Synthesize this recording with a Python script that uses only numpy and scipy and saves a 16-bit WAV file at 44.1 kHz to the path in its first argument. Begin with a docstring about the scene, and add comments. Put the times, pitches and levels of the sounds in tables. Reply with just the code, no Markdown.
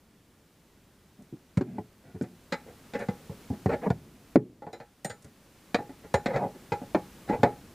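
"""A scissor jack under a stuck seat post on a small boat: dull knocks as it is shoved into place, then clanks,
scrapes and pings in irregular bunches as its steel crank rod is poked into the eye and turned.
Trains of tiny impacts drive noise-like and modal responses of jack and hollow carpeted deck together.
Grazes are bright noise bursts, pings are decaying rod modes; below lie a faint noise rumble and hiss."""
import sys
import numpy as np
from scipy import signal
from scipy.fft import rfft, irfft
from scipy.io import wavfile
from scipy.ndimage import uniform_filter1d

SR = 44100
rng = np.random.default_rng(int(sys.argv[2]) if len(sys.argv) > 2 else 0)


def dump_mix(stems):
    """Bounce the given channels to the path in sys.argv[1] as a 16-bit WAV at rate SR."""
    frames = np.atleast_2d(stems).T  # one column per channel
    limited = np.clip(frames, -1, 1)  # hard clip at full scale
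    pcm = np.round(limited * 32767).astype(np.int16)
    wavfile.write(sys.argv[1], SR, pcm)


N = 341334
RESPONSE_S = 0.6
T = np.arange(int(RESPONSE_S * SR)) / SR
CONTACT_S = 0.03  # span over which blow, graze and ping levels are reckoned


def amp(db):
    """Decibels to gain."""
    return 10 ** (np.asarray(db) / 20)


def level(x, db, seconds):
    """Scale x to the energy of a sound that holds this rms level for so many seconds."""
    return x * amp(db) * np.sqrt(seconds * SR / np.sum(x ** 2))


def unit_energy(x, db=0):
    """Scale x to an energy of 1, or of db relative to 1."""
    return level(x, db, 1 / SR)


def fade(t60_s):
    """Exponential decay by 60 dB in t60_s."""
    return np.exp(-np.log(1000) * T / t60_s)


def drive(force, response):
    """What a body with this impulse response does under a force."""
    return signal.fftconvolve(force, response)[:len(force)]


def colour(x, spectrum, size=4096):
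    """Causal minimum-phase filter with a (Hz, dB) spectrum, built from its cepstrum."""
    hz, db = np.transpose(spectrum)
    bins_hz = np.maximum(np.arange(size // 2 + 1) * SR / size, 1)
    gain = amp(np.interp(np.log(bins_hz), np.log(hz), db))
    cepstrum = irfft(np.log(gain))
    cepstrum[1:size // 2] *= 2  # fold onto positive time
    cepstrum[size // 2 + 1:] = 0
    return drive(x, irfft(np.exp(rfft(cepstrum))))


def ring(modes, scatter_db=1.5, detune=0.0031):
    """Damped modes; each point of contact weights and detunes them a little differently."""
    out = np.zeros(len(T))
    for hz, db, t60_s in modes:
        gain_chance, pitch_chance, sign_chance = rng.standard_normal(3)
        gain = np.sign(sign_chance) * amp(db + scatter_db * gain_chance)
        mode_hz = hz * (1 + detune * pitch_chance)
        out += gain * fade(t60_s) * np.sin(2 * np.pi * mode_hz * T)
    return out


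def body(spectrum, t60_s, tail_db, tail_t60_s, direct_db):
    """Unit-energy response of crowded modes: a direct pulse, a quick decay and a faint echo from the cockpit."""
    envelope = fade(t60_s) + amp(tail_db) * fade(tail_t60_s)
    crowd = unit_energy(rng.standard_normal(len(T)) * envelope)
    crowd[0] += amp(direct_db)
    return unit_energy(colour(crowd, spectrum))


def slips(rate_per_s, spread_db):
    """Irregular train of tiny impacts of uneven size and random sign."""
    hits = rng.random(len(T)) < rate_per_s / SR
    sizes = amp(spread_db * rng.standard_normal(len(T)))
    return hits * sizes * rng.choice([-1, 1], len(T))


def add(track, start_s, sound):
    """Mix a sound into the track at a time."""
    start = int(start_s * SR)
    track[start:start + len(sound)] += sound[:N - start]


# Background spectra. Each row: frequency in Hz, relative level in dB.
RUMBLE_SPECTRUM = [(12, -51), (28, -21.5), (42, -2.5), (70, -1.5), (130, -1.5), (215, 0), (350, -5),
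                   (600, -14.5), (1500, -33), (5000, -63)]
HISS_SPECTRUM = [(100, 7.5), (1200, 1.5), (2000, -1), (4000, -5), (8000, -8), (15000, -11)]
# Common background level, with sudden dips. Each row: time in seconds, level in dB before the offsets below.
AIR_LEVEL = [(0.0, -75.5), (2.13, -73), (2.77, -67), (3.49, -64.5), (3.86, -67.5), (3.94, -70), (4.21, -70),
             (4.33, -68.5), (4.39, -79), (5.08, -73.5), (5.22, -72.5), (5.77, -68), (5.95, -68),
             (7.14, -64), (7.74, -66.5)]
HISS_OFFSET_DB, RUMBLE_OFFSET_DB = 9.5, 12.5
SIDE_HISS_DB = -10.5  # relative to the shared hiss
RUMBLE_LAG_S = 0.5


def background():
    """Open-air rumble alike in both channels, and hiss with a white part of opposite sign in each."""
    air_db = np.interp(np.arange(N) / SR, *np.transpose(AIR_LEVEL))
    lag = int(RUMBLE_LAG_S * SR)
    slow_air_db = uniform_filter1d(air_db, lag, origin=lag // 2 - 1)  # trailing mean
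    rumble = level(colour(rng.standard_normal(N), RUMBLE_SPECTRUM), 0, N / SR)
    hiss = level(colour(rng.standard_normal(N), HISS_SPECTRUM), 0, N / SR)
    side = amp(SIDE_HISS_DB) * rng.standard_normal(N) * np.array([[1], [-1]])
    return amp(RUMBLE_OFFSET_DB + slow_air_db) * rumble + amp(HISS_OFFSET_DB + air_db) * (hiss + side)


# Modes of the jack frame with the rod hooked in, the pressed steel arms and the hollow deck.
# Each row: frequency in Hz, relative level in dB, t60 in seconds.
FRAME_MODES = [(441, -8, .13), (479, -3, .15), (515, -8, .1), (553, 0, .12), (685, -10, .09),
               (824, -3, .22), (864, -9, .15), (950, -13, .09)]
LINK_MODES = [(1251, -12.5, 0.13), (1325, -12.5, 0.25), (1557, -7, 0.047), (1785, -7.5, 0.16),
              (1800, -14, 0.1), (2023, 0, 0.086), (2255, -15, 0.12), (2470, -6, 0.06)]
DECK_MODES = [(121, 0, 0.23), (149, -0.5, 0.15), (184, -7.5, 0.35), (230, -2, 0.2), (263.1, -7, 0.35),
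              (289, -8, 0.12), (362, -3.5, 0.28), (423.7, 2.5, 0.16)]
# Dense, quickly damped vibration of frame, linkage and contact point.
# Each row: frequency in Hz, relative level in dB.
FRAME_SPECTRUM = [(200, -27.5), (370, -3.5), (480, 2.5), (560, 1), (650, -5.5), (730, -0.5), (820, -4.5),
                  (960, -11.5), (1200, -19), (2400, -67.5)]
LINK_SPECTRUM = [(700, -45), (1150, -3), (1400, 6), (2000, 1.5), (2400, -2.5), (2800, -15), (5000, -38.5)]
TICK_SPECTRUM = [(1800, -28.5), (2800, 4.5), (4200, 9), (6000, -1.5), (7300, 1), (9000, -15), (15000, -32)]
LOOSE_T60_S, WEDGED_T60_S = 0.11, 0.024  # at grip 0 and 1
LOOSE_RING_DB, WEDGED_RING_DB = 5.5, -28  # clear steel ringing at grip 0 and 1
LINK_DB, LINK_OCTAVES = 2, 1.77  # linkage relative to frame: level, octaves above
TICK_OCTAVES = 2.63  # contact point above frame
DECK_LOW_HZ = 70  # deck high-pass cutoff when deck and frame levels match
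DECK_DEEPENS = 0.02  # octaves lower per dB of deck over frame


def jack(force, seconds, frame_db, brightness, deck_db, thud_hz, grip, contact_db):
    """A force shakes deck, frame, linkage and contact point; a wedged jack is dead, loose steel rings on."""
    t60_s = LOOSE_T60_S * (WEDGED_T60_S / LOOSE_T60_S) ** grip
    ring_db = LOOSE_RING_DB + grip * (WEDGED_RING_DB - LOOSE_RING_DB)
    link_db = frame_db + LINK_DB + brightness * LINK_OCTAVES  # brightness in dB per octave
    tick_db = frame_db + contact_db + brightness * TICK_OCTAVES

    thud_shape = [(0.25, -30), (0.48, -5), (1, 0), (1.36, -2), (2.23, -22), (6, -60), (45, -70)]
    thud = [(thud_hz * ratio, db) for ratio, db in thud_shape]
    deck = body(thud, 0.054, tail_db=-23.5, tail_t60_s=0.49, direct_db=0.0)
    deck += unit_energy(ring(DECK_MODES), -10.5)
    low_hz = np.clip(DECK_LOW_HZ * 2 ** (DECK_DEEPENS * (frame_db - deck_db)), 35, 130)
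    # a small deck radiates no deep bass
    deck = signal.sosfilt(signal.butter(4, low_hz, "high", fs=SR, output="sos"), deck)

    frame = body(FRAME_SPECTRUM, t60_s, tail_db=-14.0, tail_t60_s=3 * t60_s, direct_db=-5.5)
    frame += unit_energy(ring(FRAME_MODES), ring_db)
    links = body(LINK_SPECTRUM, t60_s, tail_db=-19.5, tail_t60_s=4.0 * t60_s, direct_db=-11)
    links += unit_energy(ring(LINK_MODES), ring_db - 4.5)
    tick = body(TICK_SPECTRUM, 0.56 * t60_s, tail_db=-18, tail_t60_s=1.54 * t60_s, direct_db=-34.5)

    parts = [(deck, deck_db), (frame, frame_db), (links, link_db), (tick, tick_db)]
    return sum(level(drive(force, response), db, seconds) for response, db in parts)


# Steel dragging on steel or carpet. Each row: start in seconds, length in seconds, frame level in dB,
# brightness in dB per octave, deck level in dB, grip from 0 loose to 1 wedged.
SCRAPES = [(1.172, 0.053, -62.5, -10, -50, .6), (1.649, 0.16, -60.5, -6.5, -42.5, .8),
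           (2.03, 0.1, -61, -5, -56.5, 0.47), (2.14, .029, -54, -7.5, -38.5, 0.71),
           (2.654, 0.065, -52, -8, -53.5, 0.24), (2.944, 0.019, -29, -6.5, -35, 0.081),
           (2.984, 0.052, -36.5, -5.5, -43.5, 0.086), (3.524, 0.017, -47, -8.5, -34.5, 0.31),
           (3.689, 0.018, -25, -9.5, -35, 0.53), (3.706, 0.045, -28.5, -8, -33, 0.3),
           (3.813, 0.052, -35.5, -9, -42, 0.58), (3.855, 0.021, -27, -13.5, -25, 0.57),
           (6.031, 0.032, -47.5, -7.5, -51.5, 0.2), (6.273, 0.048, -32.5, -9, -38, 0.075),
           (6.325, 0.042, -28, -8, -35, .1), (6.381, 0.087, -31, -14.5, -35.5, .12),
           (7.277, 0.02, -37, -5.5, -37.5, 0.35), (7.314, 0.042, -29.5, -9.5, -36.5, 0.17),
           (7.377, 0.049, -51, -12, -39, .3), (7.453, 0.017, -28, -13, -30, 0.13)]
SCRAPE_THUD_HZ, SLIDING_TICK_DB = 192, -9


def scrapes():
    """Stick and slip: a run of small impacts that swells and lets go."""
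    out = np.zeros(N)
    for start_s, length_s, frame_db, brightness, deck_db, grip in SCRAPES:
        pressure = np.sin(np.pi * np.minimum(T / length_s, 1)).clip(0) ** 0.5
        force = slips(rate_per_s=1500, spread_db=3) * pressure
        sound = jack(force, length_s, frame_db, brightness, deck_db, SCRAPE_THUD_HZ, grip, SLIDING_TICK_DB)
        add(out, start_s, sound)
    return out


# The rod's tip grazes an edge. Each row: start in seconds, level in dB.
GRAZES = [(1.222, -71.5), (1.574, -56.5), (2.222, -60.5), (2.992, -61), (3.904, -64), (4.729, -68),
          (5.047, -45.5), (5.097, -60), (5.223, -65), (5.245, -64), (6.14, -46)]
# Spectrum of that click. Each row: frequency in Hz, relative level in dB.
GRAZE_SPECTRUM = [(3000, -16), (6000, 0), (9000, -1.5), (11500, -8.5), (15000, -24)]


def grazes():
    """A brief contact stirs mainly the high treble: a fine bright click of decaying noise."""
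    out = np.zeros(N)
    for start_s, db in GRAZES:
        click = body(GRAZE_SPECTRUM, 0.058, tail_db=-30, tail_t60_s=0.12, direct_db=-20)
        add(out, start_s, level(click, db, CONTACT_S))
    return out


# Single contacts. Each row: start in seconds, frame level in dB, brightness in dB per octave,
# deck level in dB, deck thud pitch in Hz, grip from 0 loose to 1 wedged.
BLOWS = [(1.325, -76, -9, -39, 256, .5), (1.571, -37.5, -5.5, -20.5, 164, 0.51),
         (1.609, -41, -6.5, -26.5, 267, 0.57), (1.782, -37, -13, -33.5, 233, 1),
         (2.21, -44, -6, -28, 251, .6), (2.235, -48.5, -6.8, -42.5, 258, .4),
         (2.522, -31.5, -2.8, -33.5, 248, 0.12), (2.935, -40.5, -4, -44.5, 250, .05),
         (3.085, -34.5, -7.5, -27, 195, 0.07), (3.294, -46, -15, -36.5, 176, 0.15),
         (3.5, -43.5, -14, -28.5, 181, .1), (3.658, -31, -9.5, -22, 139, 0.56),
         (3.902, -30, -8, -23, 162, 0.73), (4.356, -20, -10, -14.5, 268, 1),
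         (4.366, -50, -13, -24, 295, 0.34), (4.62, -42.5, -11, -47.5, 220, 0.037),
         (4.666, -40.5, -11.5, -44.5, 211, .1), (4.73, -43.5, -6.5, -47, 264, 0.055),
         (4.8, -45.5, -6, -51.5, 194, 0.11), (5.046, -36, -4.5, -37.5, 153, 0.28),
         (5.098, -43, -2.5, -47, 166, 0.085), (5.244, -60, -3.5, -48.5, 143, 0.35),
         (5.744, -25, -4, -27, 257, 0.44), (5.786, -36.5, -11, -38, 229, 0.18),
         (5.893, -49.5, -7.7, -42.5, 247, .1), (6.141, -21.5, -7, -27.5, 163, 0.19),
         (6.258, -29, -4.7, -29, 244, 0.22), (6.36, -28.5, -8, -34, 178, 0.089),
         (6.549, -54, -9, -46, 243, 0.32), (6.719, -26.5, -8, -33.5, 186, 0.084),
         (6.816, -43, -15, -38, 210, 0.19), (6.946, -23.5, -9, -23.5, 288, 0.34),
         (7.296, -27.5, -10.5, -27, 270, 0.12), (7.431, -16.5, -8.5, -21.5, 200, 0.24)]
CHATTER_S, CHATTER_KNEE_DB = 0.01, -22  # decay constant of weak blows; above the knee it shortens fast
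CHATTER_RISE_S, BLOW_DELAY_S = 0.0012, 0.00106
STRUCK_TICK_DB = -2.5


def blows():
    """A first touch, then the slack joints close one after another and settle; the harder the blow, the sooner."""
    out = np.zeros(N)
    for start_s, frame_db, brightness, deck_db, thud_hz, grip in BLOWS:
        hardness = amp(max(frame_db, deck_db) - CHATTER_KNEE_DB) ** 2
        chatter_s = CHATTER_S / (1 + hardness)
        envelope = np.exp(-T / chatter_s) * (1 - np.exp(-T / CHATTER_RISE_S))
        force = 0.28 * slips(rate_per_s=1800, spread_db=3) * envelope
        force[0] += 0.8  # first touch
        sound = jack(force, CONTACT_S, frame_db, brightness, deck_db, thud_hz, grip, STRUCK_TICK_DB)
        add(out, start_s + BLOW_DELAY_S, sound)
    return out


# The rod bounces free and sings. Each row: start in seconds, level in dB, centre of the excited modes in Hz.
PINGS = [(2.522, -48.5, 4560), (2.993, -64, 8300), (4.73, -54.5, 4800), (5.046, -42, 8900),
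         (5.097, -53, 6560), (5.744, -49, 4200), (6.142, -47, 5860), (6.721, -59, 5300), (7.284, -62, 4200),
         (7.431, -53.5, 2800)]
# High modes of the solid crank rod. Each row: frequency in Hz, relative level in dB, t60 in seconds.
ROD_MODES = [(3716, -3, .15), (4026, 0, .17), (4960, -7, .11), (5560, -10, .12), (7017, -1, .17),
             (8612, 0, .14), (13566, -2, .11)]
PING_SLOPE_DB, PING_REST_DB = 26, -16.5  # loss one octave from the centre; limit of the loss


def pings():
    """Each bounce rings the rod modes near its centre most, but all ring a little."""
    out = np.zeros(N)
    for start_s, db, centre_hz in PINGS:
        modes = []
        for hz, mode_db, t60_s in ROD_MODES:
            excitation_db = max(-PING_SLOPE_DB * np.log2(hz / centre_hz) ** 2, PING_REST_DB)
            modes.append((hz, mode_db + excitation_db, t60_s))
        song = ring(modes, scatter_db=0.5, detune=0.0004)
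        add(out, start_s, level(song, db, CONTACT_S))
    return out


def scene():
    """The jack stands straight ahead, alike in both channels, over the two-channel background."""
    return background() + scrapes() + grazes() + blows() + pings()


def record(dry):
    """The camera on the deck rounds the highest peaks and cuts the top."""
    rounded = np.tanh(dry)
    top_cut = signal.ellip(10, 0.2, 70, 15450, fs=SR, output="sos")  # ripple dB, stopband dB, cutoff Hz
    return signal.sosfilt(top_cut, rounded)


dry = scene()
out = record(dry)
dump_mix(out)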